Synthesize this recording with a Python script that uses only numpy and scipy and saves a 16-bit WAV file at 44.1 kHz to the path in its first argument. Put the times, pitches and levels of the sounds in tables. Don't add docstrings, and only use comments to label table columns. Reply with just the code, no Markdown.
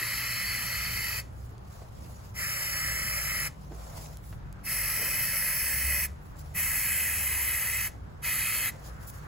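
import sys
import numpy as np
from scipy import signal
from scipy.fft import rfft, irfft, next_fast_len
from scipy.io import wavfile
from scipy.ndimage import uniform_filter1d

SR = 44100
rng = np.random.default_rng(int(sys.argv[2]) if len(sys.argv) > 2 else 0)


def log_audio(samples):
    frames = np.atleast_2d(samples).T
    limited = np.clip(frames, -1, 1)
    pcm = np.round(limited * 32767).astype(np.int16)
    wavfile.write(sys.argv[1], SR, pcm)


N = 408807

# opening, rise, shutting and fall in seconds, then start and end
# pairs of cap level in dB, jet level in dB, left-channel lag in microseconds, board echo delay in ms
BURSTS = [(-.2, .03, 1.209, 0.023, -35.2, -37, -34.5, -35, 37, 79, 1.6, 1.3, -0.5, -0.5),
          (2.332, 0.046, 3.483, 0.017, -36.5, -35.5, -34, -34, 111, 87, 1.3, 1.54, 1, 1),
          (4.626, 0.05, 6.063, 0.015, -37, -36.5, -30.5, -29.3, 28, -11, 1.6, 1.76, 1.5, 2),
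          (6.533, 0.032, 7.883, 0.022, -36, -36.5, -28.5, -31.5, 3, -42, 1.8, 2.05, 3, 3.5),
          (8.213, 0.032, 8.7, 0.019, -35, -36, -30, -30.5, -21, -25, 1.69, 1.94, 4, 4)]
PORT_HZ = 6690


def amp(db):
    return 10 ** (np.asarray(db) / 20)


def unit_rms(x):
    return x / np.sqrt(np.mean(x ** 2) + 1e-20)


def over_frequency(points, hz):
    point_hz, value = np.transpose(points)
    return np.interp(np.log(hz + 1), np.log(point_hz + 1), value)


def over_time(rows, t):
    seconds, *columns = np.transpose(rows)
    return [np.interp(t, seconds, column) for column in columns]


def grid(size):
    return np.fft.rfftfreq(size, 1 / SR)[:, None], np.arange(4 * N // size + 5) * size / 4 / SR


def hump(hz, centre_hz, width_hz):
    return (1 + (2 * (hz - centre_hz) / width_hz) ** 2) ** -2


def stereo_noise(power, likeness, phase=0., patchy_db=1., flicker_db=1.):
    bins, frames = power.shape
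    size = 2 * (bins - 1)
    a, b, c, d, patches = rng.standard_normal((frames, bins, 5)).T
    patches = unit_rms(uniform_filter1d(uniform_filter1d(patches, size=6, axis=0), size=14, axis=1))
    flicker = unit_rms(uniform_filter1d(rng.standard_normal(frames), size=3))
    likeness = np.clip(likeness, -1, 1)
    right, unrelated = a + 1j * b, c + 1j * d
    left = likeness * right * np.exp(-1j * phase) + np.sqrt(1 - likeness ** 2) * unrelated
    spectra = np.array([left, right]) * np.sqrt(power) * amp(patchy_db * patches + flicker_db * flicker)
    return np.sqrt(3 / 2) * signal.istft(spectra, nperseg=size, noverlap=3 * size // 4)[1][:, :N]


def resonate(x, hz, width_hz, passes=1):
    carrier = np.exp(2j * np.pi * np.cumsum(np.full(len(x), hz)) / SR)
    pole = np.exp(-np.pi * width_hz / SR)
    for _ in range(passes):
        x = 2 * (carrier * signal.lfilter([1 - pole], [1, -pole], x / carrier)).real
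    return x


def add(mix, start, sound):
    part = mix[round(start * SR):][:len(sound)]
    part += sound[:len(part)]


def through_bursts(t):
    opens, _, shuts, _, *pairs = np.transpose(BURSTS)
    edges = np.ravel([opens, shuts], "F")
    return [np.interp(t, edges, np.ravel(pair, "F")) for pair in zip(pairs[::2], pairs[1::2])]


def valve():
    t, flow = np.arange(N) / SR, np.zeros(N)
    for opens, rise, shuts, fall, *_ in BURSTS:
        swell = 1 - np.exp(-(np.maximum(t - opens, 0) / rise) ** 2)
        flow += swell * np.exp(-(np.maximum(t - shuts + fall, 0) / fall) ** 2)
    return flow


def radiated(modes, hz, pose, total_db):
    power = 0
    for centre_hz, width_hz, *pose_db in modes:
        gain = amp(np.interp(pose, range(len(pose_db)), pose_db))
        power = power + gain ** 2 * hump(hz, centre_hz, width_hz)
    return power / power.sum(0) * amp(total_db) ** 2


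def spray(echo_share=.16):
    # centre in Hz, width in Hz, relative dB in each of five poses.
    cap_modes = [(588, 105, -16, -12, -14.5, -17.5, -18.5), (955, 420, -18.5, -20.5, -18, -14.5, -20),
                 (1309, 180, -6, -5, -12.5, -9.5, -8.5), (1713, 245, -7, -6.5, -5, -4.5, -8.5),
                 (2042, 346, 2, 1.5, 0.5, 2.5, 0), (2536, 234, -2.5, -5.5, -2, 0, -1.5),
                 (3005, 190, -6, -9.5, -9, -6.5, -9), (3216, 450, -17, -21, -22, -19, -12.5)]
    jet_lobes = [(3900, 210, -12, -15, -40, -18.5, -10), (4435, 504, 0.5, -10.5, -11.5, -13.5, -7.5),
                 (5426, 900, -3.5, -1.5, -8, -10.5, -12), (6370, 1100, -18, -26, -11.5, -12, -12.5),
                 (7380, 1660, -9, -9.5, -31, -11, -11), (8130, 880, -7, -5.5, -4, -3.5, -6),
                 (9630, 160, -27, -18, -18, 0, -3.5), (10180, 1100, -11, -4, -3.5, -3, -2.5),
                 (11470, 1530, -1.5, -6, 0.5, -0.5, -3), (12670, 570, -10, 0, -5, 1, -2),
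                 (13070, 1900, -3.5, -6.5, -3, -1.5, -0.5), (14680, 2000, -9.5, -11.5, -3, -4.5, -15)]
    # frequency in Hz, left-right likeness.
    hiss_likeness = [(700, 0.81), (1400, 1), (3000, 1), (3700, 0.76), (4400, 0.87), (7000, 1)]
    whistle_likeness = [0.52, 1, 0.057, 0.35, 0.64]
    hz, t = grid(1024)
    cap_db, jet_db, lag_us, echo_ms, pose = through_bursts(t)
    power = radiated(cap_modes, hz, pose, cap_db) + radiated(jet_lobes, hz, pose, jet_db)
    ripples = sum(np.cos(2 * np.pi * hz * echo_ms * path / 1000) for path in (1, .63, 1.71))
    power *= 1 + 2 * echo_share * (hz > 3600) * ripples
    treble_turns = np.clip((hz - 4400) / (PORT_HZ - 4400), 0, 1)
    phase = 2 * np.pi * np.where(hz < 3750, hz * lag_us * 1e-6, treble_turns)
    sputter = amp(0.5 * unit_rms(uniform_filter1d(rng.standard_normal(N), size=300)))
    whistle = np.interp(pose, range(len(whistle_likeness)), whistle_likeness)
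    likeness = np.where((hz > 4900) & (hz < 6300), whistle, over_frequency(hiss_likeness, hz))
    return valve() * sputter * stereo_noise(power, likeness, phase, patchy_db=1.52, flicker_db=0.)


def yard_echo(x, gain_db=-14.5, t60=0.26, dull_above_hz=2400):
    t = np.arange(SR // 3) / SR
    tail = rng.standard_normal(len(t)) * amp(-60 * t / t60) * (t > .008)
    tail = signal.lfilter(*signal.butter(1, dull_above_hz, fs=SR), tail / np.linalg.norm(tail))
    return amp(gain_db) * signal.oaconvolve(x, tail[None], axes=1)[:, :N]


def traffic(wash_db=-46):
    # frequency in Hz, relative level in dB.
    wash_colour = [(15, -62), (25, -25), (39, -6.5), (101, -0.5), (143, -6), (259, -17.5), (471, -19.5),
                   (528, -19), (711, -19.5), (1230, -24), (1550, -32), (3880, -42), (6000, -47),
                   (7800, -75), (13200, -120)]
    # frequency in Hz, left-right likeness.
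    wash_likeness = [(40, 0.99), (130, 0.64), (290, 0.42), (640, -0.4), (1400, -0.36), (3100, -0.17)]
    # time in seconds, level in dB.
    tyre_levels = [(0, -62), (4.0, -75), (4.5, -57.5), (6.3, -60.5), (8.0, -62), (9.0, -53.5)]
    hz, t = grid(2048)
    power = amp(over_frequency(wash_colour, hz)) ** 2 * np.ones(len(t))
    likeness = over_frequency(wash_likeness, hz)
    wash = stereo_noise(power / power.sum(0), likeness, patchy_db=1.5, flicker_db=.2)
    tyre_band = hump(hz, centre_hz=1370, width_hz=990)
    tyre_power = tyre_band / tyre_band.sum() * amp(over_time(tyre_levels, t)[0]) ** 2
    return amp(wash_db) * wash + stereo_noise(tyre_power, likeness=-0.05, flicker_db=-2.)


def engines():
    # time in seconds, pitch in Hz, level in dB.
    drone = [(0.0, 57.1, -52), (0.95, 61, -45.5), (2.2, 66, -52), (2.9, 60, -48), (4.0, 55.5, -49),
             (4.6, 51.1, -45.5), (5.9, 44.84, -55.5), (6.5, 47, -47.5), (6.9, 48.1, -55)]
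    passer = [(5.5, 63.4, -56), (5.86, 65.96, -36.5), (6.36, 75, -48.5), (6.83, 74.14, -52.5),
              (7.3, 68, -42.5), (7.75, 62.2, -49), (8.4, 58.5, -46.5), (9.27, 57.5, -52)]
    sinking = [(0, 118.4, -49.5), (2.9, 115.2, -55), (4.6, 110.8, -60)]
    wavering = [(2.6, 147.4, -55), (4.2, 151.9, -52), (5.2, 140.5, -56.5), (6.5, 149, -52.5),
                (7.3, 148.7, -67.5), (8.2, 146.2, -54.5), (9.27, 146.8, -56)]
    # pitch in Hz, width in Hz, level in dB at the start, middle and end.
    hums = [(93.9, 4.4, -50.5, -55, -58.5), (188.9, 3.9, -60, -60, -65)]
    t, out = np.arange(N) / SR, np.zeros(N)
    for track in (drone, passer, sinking, wavering):
        hz, db = over_time(track, t)
        gate = uniform_filter1d(1. * (t >= track[0][0]) * (t <= track[-1][0]), size=4000)
        lumpiness = 1 + .4 * unit_rms(resonate(rng.standard_normal(N), hz=2., width_hz=4.))
        out += np.sqrt(2) * amp(db) * gate * lumpiness * np.sin(2 * np.pi * np.cumsum(hz) / SR)
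    for hz, width_hz, *db in hums:
        hum = resonate(rng.standard_normal(N), hz, width_hz, passes=2)
        out += amp(np.interp(t, [0, t[-1] / 2, t[-1]], db)) * unit_rms(hum)
    return out


def rustle(lawn_db=-74, edge_db=-12):
    # frequency in Hz, relative level in dB.
    rustle_colour = [(700, 5.5), (2000, -4), (3200, -7.5), (5000, -1.5), (8000, -2), (12000, -3),
                     (16000, -3.5)]
    # loudest moment, swell and fade in seconds, level in dB, tilt in dB an octave.
    swishes = [(1.43, .14, 0.13, -68, 0.5), (1.77, 0.12, .12, -61, -2), (2.101, 0.21, 0.11, -62, -1.5),
               (2.25, .12, 0.076, -62, -1.5), (3.64, 0.08, .06, -67.5, 0), (3.87, 0.17, .12, -58, -2),
               (4.03, 0.11, 0.054, -52, -1), (4.11, .05, .1, -60.5, -1.5), (4.299, 0.095, .07, -62.5, 3),
               (6.26, 0.051, 0.094, -71.5, 5), (6.40, 0.033, .03, -58, 0.5), (6.46, .06, 0.21, -65.5, -2),
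               (7.93, 0.045, 0.053, -76, -5), (8.76, 0.067, .1, -64.5, -3.5),
               (8.875, 0.047, 0.036, -55, -1), (8.93, .05, 0.066, -65, -2), (9.04, .045, 0.049, -61, 2),
               (9.085, 0.02, .03, -53, 5.5), (9.15, 0.046, 0.048, -59, 1), (9.23, 0.055, 0.077, -64.5, -2)]
    hz, t = grid(512)

    def colour(tilt_db):
        power = amp(over_frequency(rustle_colour, hz) + tilt_db * np.log2((hz + 1) / 5000)) ** 2
        return power * (hz > 500) / power[(hz > 3000) & (hz < 8000)].sum()

    power = colour(tilt_db=-2) * amp(lawn_db) ** 2 * np.ones(len(t))
    for loudest, swell, fade, db, tilt_db in swishes:
        from_top = (t - loudest) / np.where(t < loudest, swell, fade)
        power += colour(tilt_db) * amp(db + edge_db * from_top ** 2) ** 2
    likeness = over_frequency([(3000, 0.075), (6000, 0.033), (7000, 1.0)], hz)
    return stereo_noise(power, likeness, patchy_db=2., flicker_db=1.5)


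def footfalls():
    # start in seconds, level in dB, upper band edge in Hz, rise and 60 dB decay in seconds.
    steps = [(.01, -45, 500, .004, .15), (1.815, -45, 900, .002, .07), (3.707, -45, 500, .003, .2),
             (3.718, -44, 1000, .002, .07), (3.97, -49, 600, .03, .3), (4.325, -44, 1800, .002, .06),
             (4.96, -41, 700, .06, .6)]
    out, t = np.zeros(N), np.arange(SR // 4) / SR
    for start, db, top_hz, rise, t60 in steps:
        band = signal.butter(2, [180, top_hz], "band", fs=SR, output="sos")
        puff = unit_rms(signal.sosfilt(band, rng.standard_normal(len(t))))
        add(out, start, amp(db - 60 * t / t60) * np.minimum(t / rise, 1) * puff)
    return out


def valve_leak(level_db=-53.5, t60=0.31):
    out, t = np.zeros(N), np.arange(SR // 4) / SR
    for _, _, shuts, *_ in BURSTS:
        wheeze = resonate(rng.standard_normal(len(t)), hz=7000, width_hz=8100, passes=2)
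        add(out, shuts, amp(level_db - 60 * t / t60) * unit_rms(wheeze))
    return out


def ticks(t60=.006):
    # start in seconds, peak level in dB, centre in Hz, width in Hz.
    snaps = [(1.581, -41, 5000, 9000), (1.74, -52, 6000, 3000), (4.045, -50, 3000, 2500),
             (4.062, -41, 2600, 2500), (4.171, -31, 10500, 7000), (4.24, -53, 2300, 900),
             (4.527, -37, 9000, 10000), (6.358, -52, 7000, 4000), (6.368, -48, 7500, 3000),
             (6.393, -43, 12000, 5000), (8.766, -52, 8000, 4000), (9.01, -44, 9000, 12000),
             (9.07, -46, 10000, 2000), (9.078, -44, 10000, 2000), (9.087, -40, 9500, 3500),
             (9.1, -34, 8000, 10000), (9.15, -46, 11000, 4000), (9.185, -48, 9000, 5000)]
    out, t = np.zeros(N), np.arange(600) / SR
    for start, db, hz, width_hz in snaps:
        impulse = rng.standard_normal(len(t)) * amp(-60 * t / t60)
        snap = resonate(impulse, hz, width_hz, passes=2)
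        add(out, start, amp(db) * snap / abs(snap).max())
    return out


def scene():
    hiss = spray()
    can = hiss + valve_leak() + yard_echo(hiss)
    return can + traffic() + engines() + rustle() + ticks() + footfalls()


def record(dry, port_cycle_hz=4410, cutoff_hz=15850):
    size = next_fast_len(N + 1000)
    hz = np.fft.rfftfreq(size, 1 / SR)
    treble_delay = np.exp(-2j * np.pi * np.maximum(hz - PORT_HZ, 0) / port_cycle_hz)
    left = irfft(rfft(dry[0], size) * treble_delay, size)[:N]
    lowpass = signal.firwin(511, cutoff_hz, window=("kaiser", 9), fs=SR)
    return signal.oaconvolve(np.array([left, dry[1]]), lowpass[None], "same")


dry = scene()
out = record(dry)
log_audio(out)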